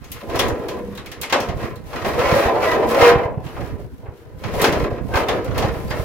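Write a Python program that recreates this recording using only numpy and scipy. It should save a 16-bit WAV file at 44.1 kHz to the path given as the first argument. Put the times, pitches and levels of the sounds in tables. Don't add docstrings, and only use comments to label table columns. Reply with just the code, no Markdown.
import sys
import numpy as np
from scipy import signal
from scipy.fft import rfft, irfft, next_fast_len
from scipy.io import wavfile
from scipy.ndimage import uniform_filter1d, map_coordinates

SR = 44100
rng = np.random.default_rng(int(sys.argv[2]) if len(sys.argv) > 2 else 0)


def transcribe(u):
    v = np.clip(np.atleast_2d(u).T, -1, 1)
    q = np.round(v * 32767).astype(np.int16)
    wavfile.write(sys.argv[1], SR, q)


N = 266540

BAND_EDGES_HZ = [150, 800, 2800, 7500, 17000]
OPPOSITE = np.array([[1], [-1]])

# t/s, length/s, boom level/dB, bite (clang over boom)/dB, resonance f/Hz
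SHOVES = [(0, 0.089, -51, 0, 480), (0.17, 0.04, -43.5, 5, 520), (0.355, 0.12, -22, -4, 540),
          (0.492, .29, -28.5, -10.5, 402), (0.91, 0.35, -40.5, -5, 370), (1.384, 0.087, -32, -0.5, 565),
          (1.626, 0.018, -29, -1.5, 486), (1.963, .06, -30.5, 0.5, 544), (2.065, 0.19, -25, -3, 536),
          (2.204, 0.26, -18, -2.5, 664), (2.48, 0.094, -17, -10.5, 605), (2.643, 0.097, -18.5, -2.5, 690),
          (2.75, 0.095, -16.5, -10.5, 555), (2.921, 0.15, -16.5, -6, 580), (3.025, 0.059, -12.5, -.5, 650),
          (3.108, 0.13, -21.5, -11.5, 580), (3.465, 0.24, -38.5, -3, 430), (3.705, 0.096, -38.5, -13, 380),
          (4.063, 0.0091, -39.5, -13, 386), (4.2, 0.37, -45.5, -12, 395), (4.469, 0.068, -32.5, -2, 436),
          (4.613, 0.065, -21, -1.5, 467), (4.755, 0.08, -22.5, -4.5, 417), (4.918, 0.048, -30, -7.5, 430),
          (5.187, 0.017, -20, -2.5, 610), (5.296, 0.076, -22.5, -7, 440), (5.423, 0.27, -31.5, -4.5, 400),
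          (5.58, 0.094, -26, -2, 497), (5.728, 0.04, -27.5, -6.5, 460), (5.927, 0.059, -28, -6, 483)]
# offset/dB, share of the bite
SHOVE_BANDS = [(0.08, 0), (-2, 0.97), (-12, 1.39), (-17, 1.37)]
# t/s, clang level/dB, weight (extra boom)/dB, hardness (extra treble)/dB,
# f/Hz that the struck spot favours
KNOCKS = [(.042, -55.5, 3, 1.5, 6600), (.117, -54.5, 1, 10.5, 12350), (.297, -40, -9, -8, 540),
          (.357, -38.5, 8, 0, 507), (.392, -23.5, -6, -2, 3390), (.483, -51, 23, 5, 6350),
          (.685, -40, -12, -1, 540), (.951, -56, 2, 3.5, 3770), (.975, -40, -24, -4, 3800),
          (1.06, -45.5, -20, -0.5, 2200), (1.116, -43, -5, -0.5, 1800), (1.214, -47.5, -3, 8.5, 574),
          (1.231, -32.5, -9, -4, 2130), (1.298, -32.5, -22, -6.5, 543), (1.325, -17.5, -4.5, -8.5, 562),
          (1.402, -37.5, -19, -1, 5800), (1.487, -36.5, 6.5, -8, 656), (1.757, -57, -6, 2.5, 4140),
          (1.931, -34, -1, -15, 1150), (2.047, -28, 2, -12.5, 660), (2.19, -39, 5, -3, 490),
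          (2.312, -26.5, -11, -11.5, 555), (3.229, -36.5, 5, -33, 480), (3.463, -45.5, 3, -5.5, 2850),
          (3.566, -38, 1.5, -24, 1235), (3.606, -43, 4, -12, 1690), (4.06, -47.5, 0, -33, 395),
          (4.438, -33.5, -6, -10, 470), (4.538, -42.5, 15, -3.5, 566), (4.616, -36.5, 13, 5.5, 1110),
          (4.642, -19, -1.5, -6.5, 1530), (4.724, -31.5, 5, -5.5, 483), (5.139, -24, -8, -19.5, 818),
          (5.156, -24.5, -1.5, -10.5, 860), (5.285, -25, 0.5, -7.5, 3550), (5.445, -55.5, 20, 4.5, 520),
          (5.579, -36.5, 8, 1, 533), (5.622, -29.5, 3.5, -10, 820), (5.907, -30, -9, -11.5, 1850)]
# multiple of its pitch, level/dB
GROAN_HARMONICS = [(1, -3.5), (2, -16.5), (3, -25), (4, -24), (5, -34), (6, -30)]
# middle t/s, length/s, f/Hz, level/dB
SQUEAKS = [(.4, 0.017, 5400, -32), (0.398, .03, 5720, -39), (0.502, 0.12, 498, -34),
           (.788, 0.2, 484.6, -38.5), (0.876, .18, 200, -40), (2.194, 0.021, 484, -24.5),
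           (2.346, 0.14, 560.8, -23.5), (2.492, 0.037, 774, -26), (2.682, .03, 640, -24),
           (2.706, 0.051, 1944, -30), (2.803, 0.048, 420, -28.5), (2.905, 0.098, 227, -34),
           (2.988, 0.089, 545.5, -24), (3.06, 0.19, 787, -28.5), (3.09, 0.11, 686, -25.5),
           (3.11, 0.22, 1115, -44), (5.164, 0.037, 1550, -29), (5.3, .036, 3490, -48),
           (5.911, .03, 4856, -44.5)]
# t/s, level/dB
BUMPS = [(.228, -33), (1.49, -31), (1.631, -29.5), (2.059, -24), (2.164, -24), (2.315, -18.5), (3.25, -39),
         (3.594, -29.5), (3.792, -38), (4.859, -27.5), (4.915, -26), (5.646, -27.5)]
# f/Hz, level/dB
STRONG_MODES = [(221, -4.5), (275, -9), (331, -9), (404, -13), (476, -13), (552, -2), (589, 1), (649, -26),
                (700, -0.5), (732, 4), (802, 2), (888, 3), (1114, -5), (1139, -9), (1192, -27), (1542, -16),
                (1733, -28), (1962, -11), (2401, -8), (2441, -1), (2637, -3), (3461, -15), (3779, -27),
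                (3992, -13), (5316, -30)]
# f/Hz, level/dB
WEAK_MODE_SPECTRUM = [(120, -13.5), (210, -3), (320, -3), (480, -2), (660, -7), (880, -5.5), (1250, -5),
                      (1900, -7.5), (2600, -17), (3400, -20.5), (4600, -22), (8000, -34), (12500, -30.5),
                      (16000, -30)]
# f/Hz, ring time/s
RING_TIMES = [(200, 0.69), (500, 0.62), (1400, 0.34), (3700, 0.23), (9000, 0.23), (16000, 0.082)]
# f/Hz, level of the sides over the middle/dB
STEREO_WIDTH = [(120, -33), (380, -11.5), (700, -8), (1300, -5.5), (2400, -4), (4400, 0), (8000, 4),
                (15000, -1)]
# t/s, length/s, level/dB
BRUSHES = [(0, .1, -62), (0.107, 0.31, -53.5), (0.546, 0.39, -54.5), (1.571, 0.13, -51), (1.869, 0.07, -49),
           (2.064, 0.02, -36.5), (2.36, 0.046, -33.5), (2.627, 0.032, -43.5), (2.89, 0.03, -34),
           (3.45, 0.23, -52), (3.8, 0.023, -56), (3.91, 0.12, -64.5), (4.16, 0.064, -59),
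           (4.39, 0.046, -54), (4.544, 0.14, -39), (4.79, 0.044, -51), (5.044, 0.066, -56),
           (5.16, 0.025, -36.5), (5.724, 0.3, -46.5), (5.99, 0.091, -47.5)]
# t/s, level/dB
BREEZE = [(0, -41), (.19, -49), (.37, -31), (.77, -41.5), (1.28, -47.5), (1.62, -29.5), (1.78, -43.5),
          (2.2, -32.5), (2.7, -41.5), (3.15, -35), (3.8, -35.5), (3.92, -42), (4.22, -48), (4.5, -32),
          (5.05, -35), (5.6, -30.5), (6.04, -36)]
# t/s, level/dB, f/Hz
EDDIES = [(1.499, -21, 100), (1.565, -22, 85), (2.2, -18, 90), (2.328, -11.5, 115), (2.462, -17, 80),
          (3.027, -16.5, 90), (3.115, -23, 100), (3.162, -15, 120), (3.26, -18, 100), (3.379, -16.5, 125),
          (4.09, -23, 75), (4.634, -20, 100), (4.771, -21, 90), (4.835, -16.5, 85), (4.928, -18, 90),
          (5.158, -16, 85), (5.652, -14, 115), (5.771, -23, 90), (6.002, -17, 90)]
# f/Hz, level/dB
WIND_SPECTRUM = [(20, -10), (40, -1), (62, 6.5), (95, 4.5), (130, 4), (180, -3.5), (300, -6.5), (600, -54)]
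# f/Hz, level/dB
YARD_SPECTRUM = [(30, 16), (150, -28), (500, -3), (1500, 21), (4000, -36), (8000, -35), (16000, -39)]


def scrape(force, levels, resonance_hz, judder_db=0.88):
    spots = [damped(shell_tap(modes_db=-12.5, crack_db=-29, crack_s=0.005), 0.14) for _ in range(2)]
    shell = bend(sum(excite(force * from_db(4.2 * drift(8)), spot) for spot in spots))
    boom = resonate(shell, resonance_hz, lift_db=12.5, width_octaves=1)
    _, clang, rasp, _ = split_bands(shell)
    sound = sum(level * steady(part, seconds=0.039) for level, part in zip(levels, [boom, clang, rasp]))
    return from_db(judder_db * drift(30)) * sound


def slips(per_s, spread_db):
    happens = rng.random(N) < per_s * from_db(4 * drift(40)) / SR
    sizes = from_db(spread_db * np.minimum(rng.exponential(1, N), 4))
    return happens * sizes * rng.choice([-1, 1], N) + 0.013 * rng.standard_normal(N)


def shoves(rounding_s=0.0063):
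    rises_s, falls_s = [0.37, 0.21, 0.21, 0.37], [0.66, 0.49, 0.25, 0.18]
    resting_db = [-72, -85, -71.5, -65]
    start_s, length_s, boom_db, bite_db, hz = np.transpose(SHOVES)[:, :, None]
    t = np.arange(0, N, 64) / SR
    outside_s = np.maximum([start_s - t, t - start_s - length_s], 0)
    early, late = np.hypot(outside_s, rounding_s) - rounding_s
    bands = [from_db(boom_db + db + share * bite_db - 60 * (early / rise_s + late / fall_s))
             for (db, share), rise_s, fall_s in zip(SHOVE_BANDS, rises_s, falls_s)]
    levels = [np.hypot(pushes.max(axis=0), from_db(db)) for pushes, db in zip(bands, resting_db)]
    boom_power = bands[0] ** 2
    resonance_hz = np.sum(hz * boom_power, axis=0) / np.sum(boom_power, axis=0)
    return over_time(np.transpose([t, *levels, resonance_hz]))


def snags(levels, per_s=70, level_db=-15.5):
    crack = damped(shell_tap(modes_db=-11, crack_db=7, crack_s=0.0026), 0.018)
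    happens = rng.random(N) < per_s / SR
    force = happens * from_db(level_db - np.clip(rng.standard_normal(N), -2, 2))
    return sum(excite(force * level, part / np.std(part[:, :SR // 100]))
               for level, part in zip(levels, split_bands(crack)[1:]))


def knocks(spot_lift_db=5, steel_rasp_db=5, snap_db=-7.5, snap_s=0.0067):
    spots = [damped(shell_tap(modes_db=-8.5, crack_db=-19.5, crack_s=0.045), 0.45) for _ in range(3)]
    length, attack = spots[0].shape[1], int(0.018 * SR)
    clicks, click_gains = split_bands(signal.unit_impulse(length)), from_db([-5.5, -12, -21, -12])
    snap = 1 + from_db(snap_db) * np.exp(-np.arange(length) / SR / snap_s)
    out = np.zeros((2, N))
    for k, (s, clang_db, weight_db, hardness_db, hz) in enumerate(KNOCKS):
        start, spot = int(s * SR), snap * spots[k % len(spots)]
        favoured = signal.lfilter(*signal.iirpeak(hz, Q=11.7, fs=SR), spot)
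        rings = split_bands(spot + from_db(spot_lift_db) * favoured)
        levels_db = clang_db + np.array([weight_db, 0, hardness_db + steel_rasp_db, 2 * hardness_db])
        for db, ring, click, gain in zip(levels_db, rings, clicks, click_gains):
            blow = ring / np.std(ring[:, :attack]) + gain * click / np.std(click[:attack])
            out[:, start:start + length] += from_db(db) * blow[:, :N - start]
    return from_db([[0.8], [-0.2]]) * out


def groan(level, pitch_hz=479.5, waver=0.0042):
    phase = 2 * np.pi * np.cumsum(pitch_hz * (1 + waver * drift(40))) / SR + 0.085 * OPPOSITE
    tone = sum(from_db(db + 0.76 * drift(90)) * np.sin(multiple * phase)
               for multiple, db in GROAN_HARMONICS)
    return level * unit_power(tone) * from_db([[-0.5], [0.5]])


def squeaks(waver=0.011, flutter_db=4):
    wobbly_time = np.cumsum(1 + waver * drift(160)) / SR
    flutter = from_db(flutter_db * drift(150))
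    out = np.zeros((2, N))
    for (s, length_s, hz, db), side in zip(SQUEAKS, rng.choice([-1, 1], len(SQUEAKS))):
        near, bell = swell(s, length_s / 2)
        tone = np.sqrt(2) * np.sin(2 * np.pi * hz * wobbly_time[near] + side * stereo_phase(hz))
        out[:, near] += from_db(db) * bell * flutter[near] * tone
    return from_db(4.1) * out


def bumps():
    thud = damped(band(shell_tap(modes_db=5, crack_db=3, crack_s=0.0049), 110, 520), 0.057)
    force = np.zeros(N)
    for s, db in BUMPS:
        force[int(s * SR)] = from_db(db)
    return excite(force, thud / np.std(thud[:, :SR // 50]))


def shell_tap(modes_db, crack_db, crack_s):
    t = np.arange(int(0.5 * SR)) / SR
    edges = np.geomspace(110, 17500, 23)
    noise = rng.standard_normal((2, 2, len(t)))
    crowd, strong = 0, 0
    for k, (low, high) in enumerate(zip(edges, edges[1:])):
        hz = np.sqrt(low * high)
        middle, sides = band(noise[k % 2], low, high)
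        width = from_db(at_hz(STEREO_WIDTH, hz))
        stereo = (middle + width * sides * OPPOSITE) / np.hypot(1, width)
        crowd += stereo * from_db(at_hz(WEAK_MODE_SPECTRUM, hz) - 60 * t / at_hz(RING_TIMES, hz))
    crowd *= 1 + from_db(crack_db) * np.exp(-t / crack_s)
    for (hz, db), (phase, side) in zip(STRONG_MODES, rng.uniform(-np.pi, np.pi, (len(STRONG_MODES), 2))):
        tone = np.sin(2 * np.pi * hz * t + phase + np.sign(side) * stereo_phase(hz))
        strong += tone * from_db(db - 60 * t / at_hz(RING_TIMES, hz))
    return unit_power(crowd) + from_db(modes_db) * unit_power(strong)


def bend(shell, depth=0.01411, per_s=9):
    shift = depth * SR / per_s * uniform_filter1d(drift(per_s), SR // 30)
    return np.array([map_coordinates(side, [np.arange(N) + shift], order=3, mode="nearest")
                     for side in shell])


def resonate(shell, resonance_hz, lift_db, width_octaves):
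    edges, size = np.geomspace(130, 1050, 10), next_fast_len(N)
    spectrum, hz = rfft(shell, size), np.arange(size // 2 + 1) * SR / size
    out = 0
    for low, high in zip(edges, edges[1:]):
        distance = np.log2(np.sqrt(low * high) / resonance_hz) / width_octaves
        part = irfft(spectrum * ((hz >= low) & (hz < high)), size)[:, :N]
        out += part * from_db(lift_db * np.exp(-distance ** 2))
    return out


def damped(ring, decay_s):
    return ring * np.exp(-np.arange(ring.shape[1]) / SR / decay_s)


def excite(force, ring):
    return signal.fftconvolve(force[None], ring, axes=1)[:, :N]


def rustle(force, sizzle, grit=0.25, flare_s=0.0016):
    hiss = shaped_noise((2, N), [(2000, 6.5), (5000, -0.5), (8000, -5), (12500, -2), (16000, -5)])
    slip_power = signal.lfilter([1], [1, -np.exp(-1 / (flare_s * SR))], force ** 2)
    flare = steady(np.sqrt(slip_power), seconds=0.26)
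    grainy_hiss = hiss * np.sqrt(1 - grit + grit * flare ** 2)
    brushing = sum(from_db(db) * envelope(s, length_s, rise_s=0.12, fall_s=0.26)
                   for s, length_s, db in BRUSHES)
    return np.hypot(sizzle, brushing) * from_db([[4.0], [1.8]]) * grainy_hiss


def wind(lump_db=9, eddy_s=0.0035, right_over_left_db=4.5):
    breeze_db, = over_time(BREEZE)
    air = np.zeros((2, N))
    for side in range(2):
        rumble = steady(shaped_noise(N, WIND_SPECTRUM), seconds=0.0444)
        air[side] = rumble * from_db(breeze_db + 2.5 + lump_db * np.tanh(drift(45)))
    for (s, db, hz), (offset, skew) in zip(EDDIES, rng.uniform(-0.34, 0.44, (len(EDDIES), 2))):
        near, bell = swell(s, eddy_s)
        cycles = hz * near / SR + offset + 0.35 * skew * OPPOSITE
        air[:, near] += from_db(db) * np.sqrt(2) * bell * np.sin(2 * np.pi * cycles)
    return air * from_db(-OPPOSITE * right_over_left_db / 2)


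def yard(level_db=-61):
    return from_db(level_db) * shaped_noise((2, N), YARD_SPECTRUM)


def from_db(db):
    return 10 ** (np.asarray(db) / 20)


def unit_power(x):
    return x / np.sqrt(np.mean(x ** 2) + 1e-20)


def steady(x, seconds):
    power = uniform_filter1d(np.mean(np.atleast_2d(x) ** 2, axis=0), int(seconds * SR))
    return x / np.sqrt(np.abs(power) + 1e-18)


def over_time(rows):
    times, *columns = np.transpose(rows)
    return np.array([np.interp(np.arange(N) / SR, times, column) for column in columns])


def at_hz(table, hz):
    known_hz, values = np.transpose(table)
    return np.interp(np.log(np.maximum(hz, 1)), np.log(known_hz), values)


def stereo_phase(hz):
    return np.arctan(from_db(at_hz(STEREO_WIDTH, hz))) * OPPOSITE


def band(x, low_hz, high_hz):
    return signal.sosfilt(signal.butter(4, [low_hz, high_hz], "band", fs=SR, output="sos"), x)


def split_bands(x):
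    return [band(x, low, high) for low, high in zip(BAND_EDGES_HZ, BAND_EDGES_HZ[1:])]


def shaped_noise(shape, spectrum):
    gains = from_db(at_hz(spectrum, np.arange(N // 2 + 1) * SR / N))
    return unit_power(irfft(rfft(rng.standard_normal(shape)) * gains, N))


def drift(per_s):
    points = rng.standard_normal(N // 40)
    return np.interp(np.arange(N) * per_s / SR, np.arange(len(points)), points) * np.sqrt(1.5)


def swell(s, width_s):
    near = np.arange(max(int((s - 4 * width_s) * SR), 0), min(int((s + 4 * width_s) * SR), N))
    return near, np.exp(-0.5 * ((near / SR - s) / width_s) ** 2)


def envelope(start_s, hold_s, rise_s, fall_s):
    t = np.arange(N) / SR - start_s
    fade = np.maximum(-t, 0) / rise_s + np.maximum(t - hold_s, 0) / fall_s
    return from_db(-60 * np.minimum(fade, 2))


def scene():
    force = slips(per_s=260, spread_db=4.5)
    boom, clang, rasp, sizzle, resonance_hz = shoves()
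    groan_level = from_db(-8.7) * envelope(start_s=3.032, hold_s=0.058, rise_s=0.081, fall_s=0.36)
    boom = boom / (1 + 0.75 * groan_level)
    sliding = scrape(force, [boom, clang, rasp], resonance_hz) + snags([clang, rasp, sizzle])
    drum = sliding + knocks() + bumps() + squeaks() + groan(groan_level)
    return drum + rustle(force, sizzle) + wind() + yard()


def record(dry, cutoff_hz=15800):
    limited = dry / (1 + dry ** 8) ** (1 / 8)
    return signal.sosfilt(signal.ellip(10, 0.1, 70, cutoff_hz, fs=SR, output="sos"), limited)


dry = scene()
out = record(dry)
transcribe(out)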